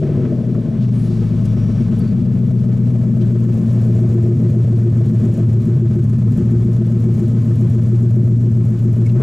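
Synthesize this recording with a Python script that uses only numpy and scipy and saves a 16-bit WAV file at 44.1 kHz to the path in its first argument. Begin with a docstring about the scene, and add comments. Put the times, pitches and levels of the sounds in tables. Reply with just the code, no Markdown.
"""Uneven, lumpy exhaust beats of a cross-plane V8 with side pipes, falling from a fast idle to a slow one. The
car creeps out of a metal shed onto a concrete apron: firing impulses, most of them strong from the near pipe's
bank and faint from the far one, excite resonances and gate noise. Clear crank orders swell and fade early on.
Sharp cracks from the firings tick above a steady hiss, with lone scuffs and squeaks from the car; the throttle
opens at the very end. The recorder's limiter holds the peaks down."""
import sys
import numpy as np
from scipy import signal
from scipy.fft import rfft, irfft, next_fast_len
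from scipy.io import wavfile
from scipy.ndimage import uniform_filter1d, minimum_filter1d

SR = 44100
rng = np.random.default_rng(int(sys.argv[2]) if len(sys.argv) > 2 else 0)


def attenuation_scalar(level_db):
    """Turn a level in dB into a linear amplitude multiplier (20 dB per decade)."""
    decades = np.asarray(level_db, float) / 20
    return 10 ** decades


def materialize(psi):
    """Save the field psi as 16-bit PCM at rate SR to the path in sys.argv[1].

    A 1-D psi becomes a single channel; in a 2-D psi each row is a channel.
    """
    bounded = np.clip(np.atleast_2d(psi).T, -1, 1)
    quanta = np.round(bounded * 32767).astype(np.int16)
    wavfile.write(sys.argv[1], SR, quanta)


N = 406602
LEFT_RIGHT = np.array([[1], [-1]])   # opposite signs in the two channels

# Crank speed. Each row: time in seconds, four-stroke cycles per second.
SPEED = [(0, 13.505), (.3, 12.893), (.6, 10.43), (.9, 9.07), (1.2, 8.697), (1.5, 8.554), (2.4, 7.786),
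         (3.2, 7.416), (4, 7.268), (6, 7.081), (6.6, 7.376), (7.5, 7.163), (8.1, 7.397), (8.8, 7.223),
         (9.115, 7.3), (9.19, 8.05), (9.22, 8.45)]
# Unevenness of burning. Each row: time in seconds, unevenness from 0 to 1.
ROUGH = [(0, .4), (.8, .3), (1.2, .32), (4.2, .3), (4.5, .55), (5.1, .45), (5.5, .58), (7.0, .55),
         (7.3, .4), (9.22, .4)]
# The shed's lowest air mode and the lean of the pipe sound. Each row: time in seconds, mode level in dB,
# lean in dB (positive to the left; each layer takes its own share of it).
SHED = [(0.1, -40, 1.5), (0.4, -49, 2), (3.1, -37.5, 2.5), (4.2, -43, 1), (6.3, -42.5, 1),
        (9.2, -41.5, 1.13)]
# Engine block and covers that colour the noise. Each row: centre in Hz, width in Hz, level in dB.
# Signs alternate down the rows, so every second row is a dip between two peaks.
COVERS = [(1170, 120, -2.5), (2020, 150, -3), (2300, 130, 2), (2800, 300, -7), (3450, 200, -1),
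          (5250, 200, -11), (5570, 230, -9)]
# Noisy treble before the throttle's rise. Each row: time in seconds, rasp level in dB, hiss level in dB.
TREBLE = [(0.05, -47, -56.5), (0.4, -53.5, -58), (0.76, -50.5, -58.5), (0.95, -51, -54.5), (2.05, -48, -54),
          (2.2, -51.5, -56.5), (3.35, -50, -56), (3.6, -48, -53), (4.3, -49.5, -54.5), (5.5, -49.5, -54.5),
          (5.75, -50.5, -56), (7.4, -50.5, -55), (7.95, -49.5, -54), (8.15, -53, -57), (9.1, -51.5, -56.5)]


def amp_curves(rows):
    """Linear interpolation: the columns of a table against time, one value a sample."""
    s, *columns = np.transpose(rows)
    return [np.interp(np.arange(N) / SR, s, c) for c in columns]


def crank_cycles():
    """Phase is the integral of frequency: engine cycles turned since the beginning."""
    return np.cumsum(amp_curves(SPEED)[0]) / SR


def even(x, seconds):
    """Level normalisation: division by the rms over a window smoothed twice."""
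    width = int(seconds * SR)
    power = uniform_filter1d(uniform_filter1d(x ** 2, width), width)
    return x / np.sqrt(power + 1e-20)


def resonate(x, modes):
    """Modal superposition: parallel damped resonators whose signs alternate."""
    out = 0
    for k, (hz, width, level_db) in enumerate(modes):
        r = np.exp(-np.pi * width / SR)   # pole radius sets the bandwidth
        b = [(1 - r * r) / 2, 0, (r * r - 1) / 2]
        a = [1, -2 * r * np.cos(2 * np.pi * hz / SR), r * r]
        out = out + (-1) ** k * attenuation_scalar(level_db) * signal.lfilter(b, a, x + 1e-18)
    return out


def cut(x, hz, kind, order):
    """Butterworth filtering: a maximally flat passband."""
    return signal.sosfilt(signal.butter(order, hz, kind, fs=SR, output="sos"), x)


def colour(x, spectrum):
    """Spectral shaping: gain interpolated along log frequency, held at the table's end values."""
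    hz, level_db = np.transpose(spectrum)
    size = next_fast_len(N)
    f = np.maximum(np.arange(size // 2 + 1) * SR / size, 1)
    gain = attenuation_scalar(np.interp(np.log(f), np.log(hz), level_db))
    return irfft(rfft(x, size) * gain, size)[..., :N]


def puff(impulses, seconds):
    """Two equal relaxations in cascade: each impulse opens a gate that swells and dies away."""
    r = np.exp(-1 / (seconds * SR))
    decays = signal.lfilter([1], [1, -r], impulses + 1e-18)
    return signal.lfilter([(1 - r) * np.e], [1, -r], decays)


def train(pattern_db, late_ms, scatter_db, jitter_s):
    """Phase-locked impulses, eight a cycle; a lumpy cam scatters their strength and timing."""
    start_cycle = .558   # crank position at the beginning, in cycles
    eighths = 8 * (start_cycle + crank_cycles())
    number = np.arange(np.ceil(eighths[0]), eighths[-1]).astype(int)
    place = number % 8
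    at = np.interp(number, eighths, np.arange(N))
    chance = rng.standard_normal((len(number), 2)) * amp_curves(ROUGH)[0][at.astype(int), None]
    at = at + SR * (np.array(late_ms)[place] / 1000 + jitter_s * chance[:, 0])
    strength = attenuation_scalar(np.array(pattern_db)[place] + scatter_db * chance[:, 1])
    impulses = np.zeros(N)
    np.add.at(impulses, np.clip(at, 0, N - 1).astype(int), strength)
    return impulses


def exhaust():
    """Impulsive excitation of resonances: firings and their puffs of turbulence ring the pipe's modes."""
    # Firing strength in dB by place in the firing order: places 1, 3, 4, 6 (from 0) leave by the near pipe.
    firing_db = [-13, -1, -16, 0, -2, -14, 0, -15]
    # Header pipes differ in length: mean delay of each firing at the outlet in milliseconds.
    header_ms = [6.5, 1.6, 4.2, 0, .9, 7.3, 1.2, 5.0]
    # How hard each firing rings the burble modes, in dB.
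    burble_drive_db = [-2, -15, -9.5, -7.5, 0.5, -6, -7.5, -15]
    # How hard each firing rings the bark modes, in dB: three firings in a row drive them.
    bark_drive_db = [-26.5, -12.5, -14, -18.5, -1, -3.9, -3.5, -16]
    # Base levels of the low layers. Each row: time in seconds, boom in dB, throb in dB, thump in dB.
    pipe_levels = [(0.05, -31.5, -23.5, -37.5), (0.6, -30, -21, -47), (0.86, -12.5, -17.5, -37),
                   (1.15, -19.5, -20.5, -37), (2.1, -17.5, -17, -54.5), (2.85, -13.5, -16.5, -52),
                   (3.6, -12.5, -16.5, -35.5), (4.6, -10.5, -17.5, -39.5), (5.6, -9.5, -20, -31),
                   (6.6, -12.5, -16, -25.5), (7.4, -13.5, -18, -33), (8.1, -10, -18, -47.5),
                   (9.2, -13.5, -19, -36.5)]
    # Base levels of the upper pipe modes. Each row: time in seconds, bark in dB, growl in dB.
    upper_levels = [(0.05, -38, -32.5), (0.4, -34, -34), (0.95, -39, -40), (2.2, -35.5, -38),
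                    (3, -35.5, -37), (3.45, -26.5, -38), (3.72, -37, -35), (4.28, -19.5, -34.5),
                    (4.5, -29, -34.5), (4.9, -26, -38), (5.45, -29.5, -37), (5.72, -23.5, -39.5),
                    (6.1, -31.5, -41), (6.9, -26, -38.5), (7.3, -31.5, -39), (8.3, -28.5, -39.5),
                    (8.72, -34, -41.5), (9.1, -29, -40)]
    # Resonances, lowest layer first. Each row: centre in Hz, width in Hz, level in dB within its layer.
    shed_modes = [(40.8, 18, 0)]
    thump_modes = [(79, 140, 0)]
    boom_modes = [(118.37, 9.26, 16.5), (121, 250, -4.5), (139.6, 1.2, 7.5)]
    throb_modes = [(152.2, 41.3, 0.96), (180.6, 33.3, -1.8)]
    burble_modes = [(217.9, 30.1, 2.5), (250, 20, -7)]
    bark_modes = [(348, 25, 15), (320, 35, -9), (368.7, 17, 0)]
    growl_modes = [(475, 67, 2), (350, 128, 5), (617.6, 114, 0.5)]

    boom_db, throb_db, thump_db = amp_curves(pipe_levels)
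    boom_change_db, throb_change_db = stumbles()
    boom_db = boom_db + boom_change_db - 2 * blip_db()   # the boom gives way to the rising order
    throb_db = throb_db + throb_change_db
    bark_db, growl_db = amp_curves(upper_levels)
    growl_db = growl_db + blip_db()
    shed_db, lean_db = amp_curves(SHED)

    firings = train(firing_db, header_ms, scatter_db=4.5, jitter_s=.0007)
    pushes = train(firing_db, header_ms, scatter_db=2.5, jitter_s=.0004)   # the slow push varies less
    burbles = train(burble_drive_db, header_ms, scatter_db=4.5, jitter_s=.0007)
    barks = train(bark_drive_db, np.full(8, 8), scatter_db=9, jitter_s=.0007)
    noise = rng.standard_normal(N) * np.sqrt(amp_curves(ROUGH)[0]) * attenuation_scalar(-27)
    out = 0
    # drive, modes, level in dB, share of turbulence, levelling window in s, band edges in Hz, share of lean
    for drive, modes, level_db, rough, window_s, edges_hz, lean in [
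            (pushes, shed_modes, shed_db, .3, .25, [30, 56], -.4),
            (pushes, thump_modes, thump_db, .4, .2, [67, 95], .4),
            (pushes, boom_modes, boom_db, .2, .03, [80, 160], .4),
            (firings, throb_modes, throb_db - 3, .35, .12, [135, 210], .6),
            (burbles, burble_modes, throb_db - 3.5, .55, .12, [190, 290], .7),
            (barks, bark_modes, bark_db, .25, .5, [310, 395], .8),
            (firings, growl_modes, growl_db, 2.0, .25, [380, 760], .8)]:
        turbulence = (.25 + puff(drive, .007)) * noise
        rung = cut(resonate(drive + rough * turbulence, modes), edges_hz, "band", order=2)
        out = out + attenuation_scalar(level_db + lean * lean_db * LEFT_RIGHT) * even(rung, window_s)
    return out, firings


def lope():
    """Amplitude modulation: at fast idle the pipe sound comes in one lump a cycle, fading in time."""
    depth_db, place, fade_s = 3, 0.39, 0.74   # place in cycles
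    fade = np.exp(-(np.arange(N) / SR / fade_s) ** 2)
    return attenuation_scalar(depth_db * fade * np.cos(2 * np.pi * (crank_cycles() - place)))


def clear_orders():
    """Order resonance: tones locked to the crank swell and fade as they cross the shed's resonances early on; a
    last one swells and rises in pitch as the throttle opens at the end."""
    # Each row: order (periods per cycle), middle in seconds, half-length to 1/e in seconds,
    # peak level in dB before lean, waver and lope.
    orders = [(8, 0.16, 0.17, -25.5), (24, 0.034, 0.24, -26.5), (27, 0.15, 0.4, -30.5),
              (29, 0.038, 0.22, -29.5), (19, 0.23, 0.093, -21.5), (11, 0.035, 0.25, -19.5),
              (10, 0.25, 0.25, -18.5), (11, 0.52, 0.11, -14), (13, 1.41, 0.42, -22), (19, 1.4, 0.7, -26),
              (5, 1.84, 1, -30), (21, 1.1, 0.44, -20.5), (16, 2.4, 0.32, -18), (24, 2.4, 0.45, -22.5),
              (27, 1.8, 0.27, -24), (40, 1.105, 0.12, -35), (16, 9.2, 0.1, -10.5)]
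    waver_depth_db, waver_s = 2.0, .1   # standard deviation, spacing of the random levels
    cycles, now = crank_cycles(), np.arange(N) / SR
    lean = attenuation_scalar(amp_curves(SHED)[1] * 0.78 * LEFT_RIGHT)
    steps = np.arange(0, now[-1] + 1, waver_s)
    out = 0
    for order, middle, half, peak_db in orders:
        waver_db = waver_depth_db * np.interp(now, steps, rng.standard_normal(len(steps)))
        swell = attenuation_scalar(peak_db) * np.exp(-((now - middle) / half) ** 2)
        tone = swell * np.sin(2 * np.pi * order * cycles)
        # the deepest order fills the shed evenly and steadily
        out = out + tone * (lean * attenuation_scalar(waver_db) if order > 6 else 1)
    return out


def rasp(firings):
    """Jet noise: gas tears out of the pipe in gusts gated by the firings, and echoes along its length."""
    # Each row: frequency in Hz, spectral level in dB per Hz (relative).
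    rasp_spectrum = [(440, -39.5), (750, -4.5), (992, -3.5), (1100, -6), (1770, -8), (2030, -5.5),
                     (2260, -18), (2670, -16), (3200, -20), (4160, -42.5), (7040, -120)]
    trip_s, returned = .00427, .4   # up and down the pipe, returning inverted: seconds, share
    mid, side = (0.47 + puff(firings, 0.016)) * rng.standard_normal((2, N))
    mid = signal.lfilter([1], np.r_[1, np.zeros(int(trip_s * SR) - 1), returned], mid)
    both = mid + resonate(mid, COVERS) + attenuation_scalar(-20) * side * LEFT_RIGHT
    return attenuation_scalar(amp_curves(TREBLE)[0] + blip_db()) * even(colour(both, rasp_spectrum), 0.48)


def cracks_and_hiss():
    """Impact noise: short cracks at the firings over steady hiss, with less alike tops in the two ears."""
    # Tick strength in dB by place in the firing order.
    tick_db = [-14, -4, -14, -6, 0, -18, -10, -16]
    # The cracks grow stronger as the car leaves the shed. 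Each row: time in seconds, relative strength.
    exposure_curve = [(0, 0.055), (2, 0.087), (3.4, 1.4), (6, 1.6), (9.22, 2.9)]
    # What each tick rings with. Each row: centre in Hz, width in Hz, level in dB.
    tick_ring = [(7200, 1900, -1), (11600, 1700, -2)]
    # Each row: frequency in Hz, spectral level in dB per Hz (relative).
    hiss_spectrum = [(1650, -22), (2800, 2.5), (3450, -6.5), (3920, -3), (4900, -4), (6500, -6.5),
                     (7320, -7), (8700, -9.5), (11700, -14.5), (13800, -22.5), (15600, -29.5)]
    exposure = amp_curves(exposure_curve)[0]
    taps = train(tick_db, np.full(8, 3.5), scatter_db=5, jitter_s=.0018)
    # the time-reversed puff makes each burst swell before it peaks
    ticks = puff(puff(taps, .002)[::-1], .0007)[::-1] / 100 * exposure
    after = 0.6 * puff(taps, 0.0087) * exposure   # a softer sizzle follows each crack
    mid, side = rng.standard_normal((2, N))
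    both = mid + attenuation_scalar(-12.5) * cut(side, 5600, "high", order=4) * LEFT_RIGHT
    # ticks reach higher than the steady hiss
    top_lift = 2.6 * cut(both * ticks, 9500, "high", order=2)
    top_lift = top_lift + 0.68 * resonate(both * (0.8 * ticks + after), tick_ring)
    both = both * (0.61 + 0.12 * ticks) + top_lift
    shade = 0.5 * np.clip(1 - exposure, 0, 1)   # the shed shades the top
    both = both - shade * cut(both, 6000, "high", order=1)
    both = colour(both + resonate(both, COVERS), hiss_spectrum)
    return attenuation_scalar(amp_curves(TREBLE)[1] + 0.17 * blip_db()) * even(both, .3)


def scuffs():
    """Bandwidth sets tonality: narrow noise bursts squeak, wide ones tick or scuff."""
    # Lone sounds from the car. Each row: middle in seconds, rms level at the peak in dB, centre in Hz,
    # width in Hz of the first of two filters, length between 1/e points in seconds.
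    lone_sounds = [(0.034, -45, 1500, 1080, 0.014), (0.194, -58, 1500, 700, 0.018),
                   (0.255, -44.5, 1220, 696, 0.024), (0.552, -44.5, 1220, 250, 0.012),
                   (0.842, -55, 3340, 1980, 0.11), (0.994, -59.5, 9070, 1980, 0.12),
                   (1.058, -62.5, 10500, 1770, 0.075), (1.456, -48, 4450, 6800, 0.016),
                   (1.994, -51, 10200, 2950, 0.011), (2.019, -52.5, 4550, 150, 0.024),
                   (2.079, -56, 4520, 150, 0.056), (1.121, -57, 3980, 3000, 0.28),
                   (1.664, -61, 5600, 600, 0.42), (3.22, -49, 2730, 2520, 0.029),
                   (8.792, -56.5, 2450, 1830, 0.036), (9.066, -53, 6000, 4000, 0.02),
                   (9.067, -44.5, 2200, 199, 0.02), (9.099, -48.5, 2400, 1510, 0.017)]
    out = np.zeros(N)
    offset = np.arange(-8000, 8000)
    for s, peak_db, hz, width, length in lone_sounds:
        burst = resonate(rng.standard_normal(16000), [(hz, width, 0)])
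        burst = resonate(burst, [(hz, 2 * width, 0)])
        swell = attenuation_scalar(peak_db) * np.exp(-(2 * offset / SR / length) ** 2)
        at = offset + int(s * SR)
        # indices before the beginning wrap to the end, where the swell is negligible
        inside = at < N
        out[at[inside]] += (swell * burst / burst.std())[inside]
    return out


def stumbles():
    """Gaussian level changes: the lumpy idle stumbles and the low modes falter or surge, in dB."""
    # Each row: middle in seconds, boom change in dB, throb change in dB.
    moments = [(0.43, 1, 0.5), (0.528, 0, 4), (0.65, 0, 1.5), (3.13, -0.5, 5.5), (3.623, -5.5, 5),
               (4.42, -2, 4.5), (5.124, -6.5, 5.5), (5.242, -7.5, 3), (5.37, -11, 2), (5.66, -10.5, 5),
               (5.94, -4.5, 1), (6.149, -2, 1.5), (6.391, -12.5, -0.5), (7.209, -6, -1.5),
               (8.759, -6.5, -2.5)]
    half_s = 0.04   # half-length to 1/e
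    now = np.arange(N) / SR
    return sum(np.outer([boom_db, throb_db], np.exp(-((now - s) / half_s) ** 2))
               for s, boom_db, throb_db in moments)


def blip_db():
    """Exponential growth: the throttle opens at the end and the level in dB climbs as a straight line."""
    start_s, db_per_s = 9.13, 130
    return db_per_s * np.maximum(np.arange(N) / SR - start_s, 0)


def scene():
    """Superposition: the lumpy pipe sound leans mostly left, less so as the car comes abreast."""
    pipe, firings = exhaust()
    return lope() * (pipe + clear_orders()) + rasp(firings) + scuffs() + cracks_and_hiss()


def band_limit(x):
    """A steep low-pass at the top of the band."""
    return signal.sosfilt(signal.butter(12, 15700, fs=SR, output="sos"), x)


def record(dry):
    """Peak limiting: one gain for both channels, so a boom over the ceiling ducks the hiss too."""
    ceiling = 0.5
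    hot = dry * attenuation_scalar(1.5)
    over = np.minimum(1, ceiling / (np.abs(hot).max(axis=0) + 1e-9))
    gain = uniform_filter1d(minimum_filter1d(over, size=800), size=600)   # windows in samples
    return band_limit(hot * gain)


dry = scene()
out = record(dry)
materialize(out)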